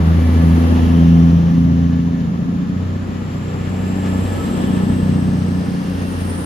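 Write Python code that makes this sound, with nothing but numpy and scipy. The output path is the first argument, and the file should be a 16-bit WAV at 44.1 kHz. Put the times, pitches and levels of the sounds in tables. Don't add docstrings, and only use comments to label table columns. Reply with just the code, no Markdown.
import sys
import numpy as np
from scipy import signal
from scipy.fft import rfft, irfft, next_fast_len
from scipy.io import wavfile
from scipy.ndimage import uniform_filter1d, minimum_filter1d

SR = 44100
rng = np.random.default_rng(int(sys.argv[2]) if len(sys.argv) > 2 else 0)


def store_wav(level_fs):
    pcm = np.round(np.clip(np.atleast_2d(level_fs), -1, 1) * 32767)
    wavfile.write(sys.argv[1], SR, pcm.T.astype(np.int16))


N = 284445
TIME = np.arange(N) / SR

# [t/s, crank speed/(turns per s)]
CRANK = [(0, 27.5), (1.5, 28.2), (2.25, 28.5), (2.6, 29.35), (2.85, 30.6), (4, 31.1), (5, 30.95),
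         (5.8, 29.9), (6.1, 30), (6.45, 29.3)]

# [t nearest/s, level of firing tone/dB, of its 2nd, 3rd and 4th harmonic/dB]
EXHAUSTS = [(1.0, -14, -9.5, -16, -33), (5.099, -23, -19.5, -31.5, -51)]
# [t after the pipe is nearest/s, half duration/s, far level/dB]
DRONE_SWELLS = [(-0.64, 1, -29), (-0.029, 0.78, -54.5), (0.13, 0.91, -58.5), (-.1, 0.44, -64)]
# [t/s, half duration/s, harmonic, depth/dB]
FADES = [(0.094, 0.084, 3, 17), (0.293, 0.093, 2, 18.5), (0.749, 0.19, 2, 14), (1.419, 0.086, 3, 16.5),
         (1.504, 0.09, 1, 6.5), (2.394, 0.33, 1, 14.5), (2.35, .1, 3, 21), (2.952, .12, 2, 30),
         (3.244, 0.27, 1, 14), (3.468, 0.16, 2, 42), (3.3, 0.54, 3, 19), (3.845, 0.39, 1, 7.5),
         (4.32, 0.083, 2, 25), (4.645, 0.23, 1, 13.5), (5.757, .18, 1, 14), (6.35, .25, 2, 4)]
# [t strongest/s, level of deep part/dB, level of upper part/dB]
THROBS = [(.15, -38.5, -35.5), (.9, -55.5, -27.5), (1.7, -29.5, -36.5), (2.45, -37, -33),
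          (3.45, -38.5, -58), (4.699, -42, -26.5), (5.17, -24, -31)]
# [t after that moment/s, half duration/s, far level/dB]
DEEP_SWELL = (0.0, 0.28, -41.5)
UPPER_SWELL = (0.0, 0.26, -35)
# [multiple of crank speed, level/dB]
DEEP_ORDERS = [(4, -4), (4.5, -9), (5, 2.5), (5.5, -13)]
UPPER_ORDERS = [(6.5, -28), (7, -1), (7.5, -23), (8, -0.5), (8.5, -10.5), (10, -15)]
# [f/Hz, relative level per Hz/dB]
GAS_MID = [(32, -24), (45, -6.5), (70, -0.5), (110, -10.5), (160, -4.5), (220, 4), (280, -6), (340, -10.5),
           (420, -25)]

# [t abreast/s, level of wheel roar/dB, of engine casing/dB, of air hiss/dB]
MACHINERY = [(.53, -27, -40, -51.5), (4.42, -29, -44, -53.3), (6.45, -35, -44.5, -53)]
# [t after the machinery is abreast/s, half duration/s, far level/dB]
ROAR_SWELL = (0.11, 0.83, -48)
CASING_SWELL = (-.03, 0.91, -56.5)
HISS_SWELL = (0.0, 0.61, -90.5)
# [f/Hz, relative level per Hz/dB]
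ROAR = [(200, 3.5), (300, 4), (360, -1.5), (420, 0), (500, -0.5), (630, -5.5), (800, -5.5), (1000, -9),
        (1300, -10.5), (1600, -24), (2200, -23.5)]
# [multiple of crank speed, level against the roar/dB]
BLOCK_ORDERS = [(11, -20.5), (12, -14), (13, -14.5), (15, -15.5), (16, -16.5), (18, -17), (19, -18)]
# [multiple of crank speed, level against the roar at mean speed/dB]
SHAKE_ORDERS = [(1.5, -14), (2, -13.5), (2.5, -22.5)]
# [f/Hz, relative level per Hz/dB]
CASING_MID = [(1000, -0.5), (1500, 0), (1750, 4.5), (2100, 0), (2500, -0.5), (3000, 0), (4000, -5),
              (5400, -10.5), (7200, -12.5), (8300, -41), (14000, -29.5)]
CASING_SIDE = [(1000, -10), (1500, 8.5), (2100, -3), (3000, -2.5), (4000, -9), (5400, -8.5), (7000, -16),
               (9000, -31.5), (14000, -43.5)]
HISS_MID = [(4000, 0), (7000, -4), (8300, -25), (9300, 7), (11000, 6), (12500, 5.5), (14500, -2.5)]
HISS_SIDE = [(4000, -7.5), (7000, 4.5), (8800, 15), (10000, 6), (11500, -16), (14500, 6)]
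# [f/Hz, width/Hz, level against the casing noise/dB]
CASING_RING = (1730, 45, -10.5)

# [t nearest/s, half duration/s, f/Hz, spread either side/Hz, level/dB]
RUSHES = [(0.0, 0.24, 1150, 297, -38), (.31, .6, 2023, 225, -46), (.9, .45, 820, 79, -44.5),
          (.95, 0.33, 3042, 215, -43.5), (1.1, 0.45, 5700, 347, -53), (3.25, 0.91, 1206, 202.5, -46),
          (3.85, 0.69, 2403, 401, -46), (4.65, 0.27, 3113, 347.7, -44), (4.55, 0.38, 330, 34.8, -35),
          (5.8, 1, 5105, 1012, -49.5), (6.45, 0.54, 1300, 198, -45.5)]
# [t nearest/s, half duration/s, f/Hz, spread either side/Hz, level/dB]
WHINES = [(.4, .6, 1163, 8, -49), (1.5, .25, 1170, 14, -53), (.3, .35, 2331, 9, -48.5),
          (.8, .5, 2712, 4, -50.5), (1.6, .6, 5440, 40, -64.5), (3.25, .15, 1945, 8, -54),
          (4.41, .08, 1290, 6, -41), (4.6, .7, 1292, 12, -51), (4.3, .65, 1735, 20, -47.5),
          (5.0, .5, 2745, 14, -54.5), (6.05, .2, 2730, 14, -51)]
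# [t nearest/s, half duration/s, f then/Hz, climb/(Hz per s), spread either side/Hz,
#                         level/dB, level of the part common to both sides against the opposed core/dB]
WHISTLES = [(0.596, 0.46, 8930, 0.5, 600, -55, -24), (1.398, 0.91, 6000, 289.5, 120, -63, 2),
            (4.377, 0.74, 7590, 310, 110, -44.5, -5), (5.19, 0.68, 7860, 330.5, 118.3, -46.5, -21.5),
            (6.403, 0.27, 8600, 354.5, 150, -36, -19.5)]
# [multiple of crank speed, level/dB]
FAR_ORDERS = [(3, -34), (4, -39), (6, -33.5), (9, -36)]

THROB_ANGLE = np.pi / 20
SILENCER_TOP_HZ = 274
PIPE_HZ, PIPE_WIDTH_HZ = 190, 130
GAS_DB, GAS_FOLLOWS = -10, 0.61
EXHAUST_LAG_S, ROAR_LAG_S = 0.00033, 0.00034
ROAR_SCATTER_DB = -5
SHAKE_DB_PER_TURN_PER_S = 2.3
WHISTLE_SKIRT_DB = -9
FAR_TURNS_PER_S, FAR_WANDER_PER_S = 30.9, 0.25
CUTOFF_HZ = 14600


def exhaust(crank):
    times, deep_db, upper_db = np.transpose(THROBS)
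    deep_gain = going_by(times, deep_db, DEEP_SWELL)
    upper_gain = going_by(times, upper_db, UPPER_SWELL)
    tones = pipe(drone(crank) + throb(crank, deep_gain, upper_gain))
    return from_left([tones, tones], EXHAUST_LAG_S) + gas_puffs(crank, upper_gain)


def drone(crank):
    times, *levels_db = np.transpose(EXHAUSTS)
    total = np.zeros(N)
    for harmonic, (tone_db, swell) in enumerate(zip(levels_db, DRONE_SWELLS), 1):
        gain = going_by(times, tone_db, swell) * fading(harmonic)
        total += gain * partial(crank, 3 * harmonic, waver=.15)
    return total


def fading(harmonic):
    loss_db = np.zeros(N)
    for trough_s, half_s, which, depth_db in FADES:
        if which == harmonic:
            loss_db += depth_db * np.exp(-np.abs((TIME - trough_s) / half_s) ** 3)
    return from_db(-loss_db)


def throb(crank, deep_gain, upper_gain):
    late_crank = crank - THROB_ANGLE
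    silencer = signal.butter(8, SILENCER_TOP_HZ, fs=SR, output="sos")
    deep = orders_of(late_crank, DEEP_ORDERS)
    upper = signal.sosfiltfilt(silencer, orders_of(late_crank, UPPER_ORDERS))
    return deep_gain * deep + upper_gain * upper


def pipe(x):
    r = np.exp(-np.pi * PIPE_WIDTH_HZ / SR)
    poles = [1, -2 * r * np.cos(2 * np.pi * PIPE_HZ / SR), r * r]
    return signal.lfilter(poles[::-1], poles, x)


def gas_puffs(crank, upper_gain):
    gas_side = [(100, -25.0), (200, -2), (300, -21.0), (500, -23)]  # f/Hz, relative level per Hz/dB
    gas = wide_noise(GAS_MID, gas_side, left_db=2.0, patchy_db=0.5)
    puffs = 1 + 0.31 * np.cos(crank)
    return from_db(GAS_DB) * upper_gain ** GAS_FOLLOWS * puffs * gas


def running_gear(crank, turns):
    times, roar_db, casing_db, hiss_db = np.transpose(MACHINERY)
    firing = np.cos(3 * crank)
    beat = 1 + 0.03 * firing + 0.011 * np.cos(crank) + 0.038 * np.cos(crank / 2)
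    roar = going_by(times, roar_db, ROAR_SWELL) * wheels_and_block(crank, turns)
    casing = going_by(times, casing_db, CASING_SWELL) * engine_casing()
    hiss = going_by(times, hiss_db, HISS_SWELL) * cooling_air()
    return (roar + casing) * beat + hiss


def wheels_and_block(crank, turns):
    scattered = [(hz, db + ROAR_SCATTER_DB) for hz, db in ROAR]
    rolling = wide_noise(ROAR, scattered, left_db=2.0, patchy_db=1.0)
    speed_gain = from_db(SHAKE_DB_PER_TURN_PER_S * (turns - turns.mean()))
    shake = speed_gain * orders_of(crank, SHAKE_ORDERS)
    block = orders_of(crank, BLOCK_ORDERS) + shake
    return from_left(rolling + block, ROAR_LAG_S)


def engine_casing():
    ring_hz, ring_width_hz, ring_db = CASING_RING
    ring = from_db(ring_db) * narrow_noise(ring_hz, ring_width_hz / 2)
    return wide_noise(CASING_MID, CASING_SIDE, left_db=1.0, patchy_db=0.95) + ring


def cooling_air():
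    return wide_noise(HISS_MID, HISS_SIDE, left_db=0, patchy_db=.5)


def passers(rows):
    out = np.zeros((2, N))
    for nearest_s, half_s, hz, spread_hz, level_db in rows:
        jittery_hz = hz + spread_hz * drift(spread_hz)
        direct = np.sqrt(2) * np.cos(angle_of(jittery_hz))
        scattered = np.array([narrow_noise(hz, spread_hz) for side in range(2)])
        out += from_db(level_db) * nearness(nearest_s, half_s) * (.8 * direct + .6 * scattered)
    return out * from_db([[.8], [-.8]])


def turbo():
    out = np.zeros((2, N))
    for nearest_s, half_s, pitch_hz, climb, spread_hz, level_db, common_db in WHISTLES:
        hz = pitch_hz + climb * (TIME - nearest_s)
        skirt = from_db(WHISTLE_SKIRT_DB) * narrow_noise(hz, 2 * spread_hz)
        side = narrow_noise(hz, spread_hz) + skirt
        mid = from_db(common_db) * narrow_noise(hz, spread_hz)
        out += from_db(level_db) * nearness(nearest_s, half_s) * np.array([mid + side, mid - side])
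    return out


def far_engine():
    turns = FAR_TURNS_PER_S + FAR_WANDER_PER_S * drift(0.5153)
    return orders_of(angle_of(turns), FAR_ORDERS)


def orders_of(crank, orders):
    return sum(from_db(db) * partial(crank, multiple, waver=.4) for multiple, db in orders)


def partial(crank, multiple, waver):
    height = 1 + .5 * waver * drift(10.4)
    return np.sqrt(2) * height * np.cos(multiple * crank + waver * drift(3.86))


def going_by(times, levels_db, swell):
    late_s, half_s, far_db = swell
    passes = sum(from_db(db) * nearness(s + late_s, half_s) for s, db in zip(times, levels_db))
    return from_db(far_db) + passes


def nearness(nearest_s, half_s):
    return 1 / (1 + ((TIME - nearest_s) / half_s) ** 2)


def from_left(pair, lag_s):
    return np.array([pair[0], np.interp(TIME - lag_s, TIME, pair[1])])


def wide_noise(mid_colour, side_colour, left_db, patchy_db):
    mid, side = [coloured(c) * from_db(patchy_db * drift(13)) for c in (mid_colour, side_colour)]
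    lean = from_db([[left_db / 2], [-left_db / 2]])
    return np.array([mid + side, mid - side]) / np.std(mid) * lean


def coloured(spectrum):
    size = next_fast_len(N)
    hz = np.maximum(np.arange(size // 2 + 1) * SR / size, 1)
    white = rfft(rng.standard_normal(size))
    return irfft(white * from_db(at_hz(spectrum, hz)), size)[:N]


def at_hz(points, hz):
    known_hz, level_db = np.transpose(points)
    return np.interp(np.log(hz), np.log(known_hz), level_db, left=-120, right=-120)


def narrow_noise(hz, spread_hz):
    angle = angle_of(hz)
    return drift(spread_hz) * np.cos(angle) + drift(spread_hz) * np.sin(angle)


def angle_of(hz):
    return 2 * np.pi * np.cumsum(hz * np.ones(N)) / SR


def drift(rate_hz):
    r = np.exp(-40 * np.pi * rate_hz / SR)
    noise = rng.standard_normal(N // 20 + 4002)
    slow = signal.lfilter([1], [1, -2 * r, r * r], noise)[4000:]
    return np.interp(np.arange(N) / 20, np.arange(len(slow)), rms_one(slow))


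def rms_one(x):
    return x / np.sqrt(np.mean(x ** 2) + 1e-20)


def from_db(db):
    return 10 ** (np.asarray(db) / 20)


def scene():
    turns = np.interp(TIME, *np.transpose(CRANK))
    crank = angle_of(turns)
    near_train = exhaust(crank) + running_gear(crank, turns)
    return near_train + passers(RUSHES) + passers(WHINES) + turbo() + far_engine()


def record(dry):
    allowed = np.minimum(1, .93 / (np.abs(dry).max(axis=0) + 1e-9))
    gain = uniform_filter1d(minimum_filter1d(allowed, size=1201), size=1201)
    ease = np.minimum(1, np.minimum(TIME, TIME[::-1]) / .003)
    bass_cut = signal.butter(1, 15, "high", fs=SR, output="sos")
    top_cut = signal.ellip(10, .1, 80, CUTOFF_HZ, fs=SR, output="sos")
    return signal.sosfilt(top_cut, signal.sosfilt(bass_cut, ease * gain * dry))


dry = scene()
out = record(dry)
store_wav(out)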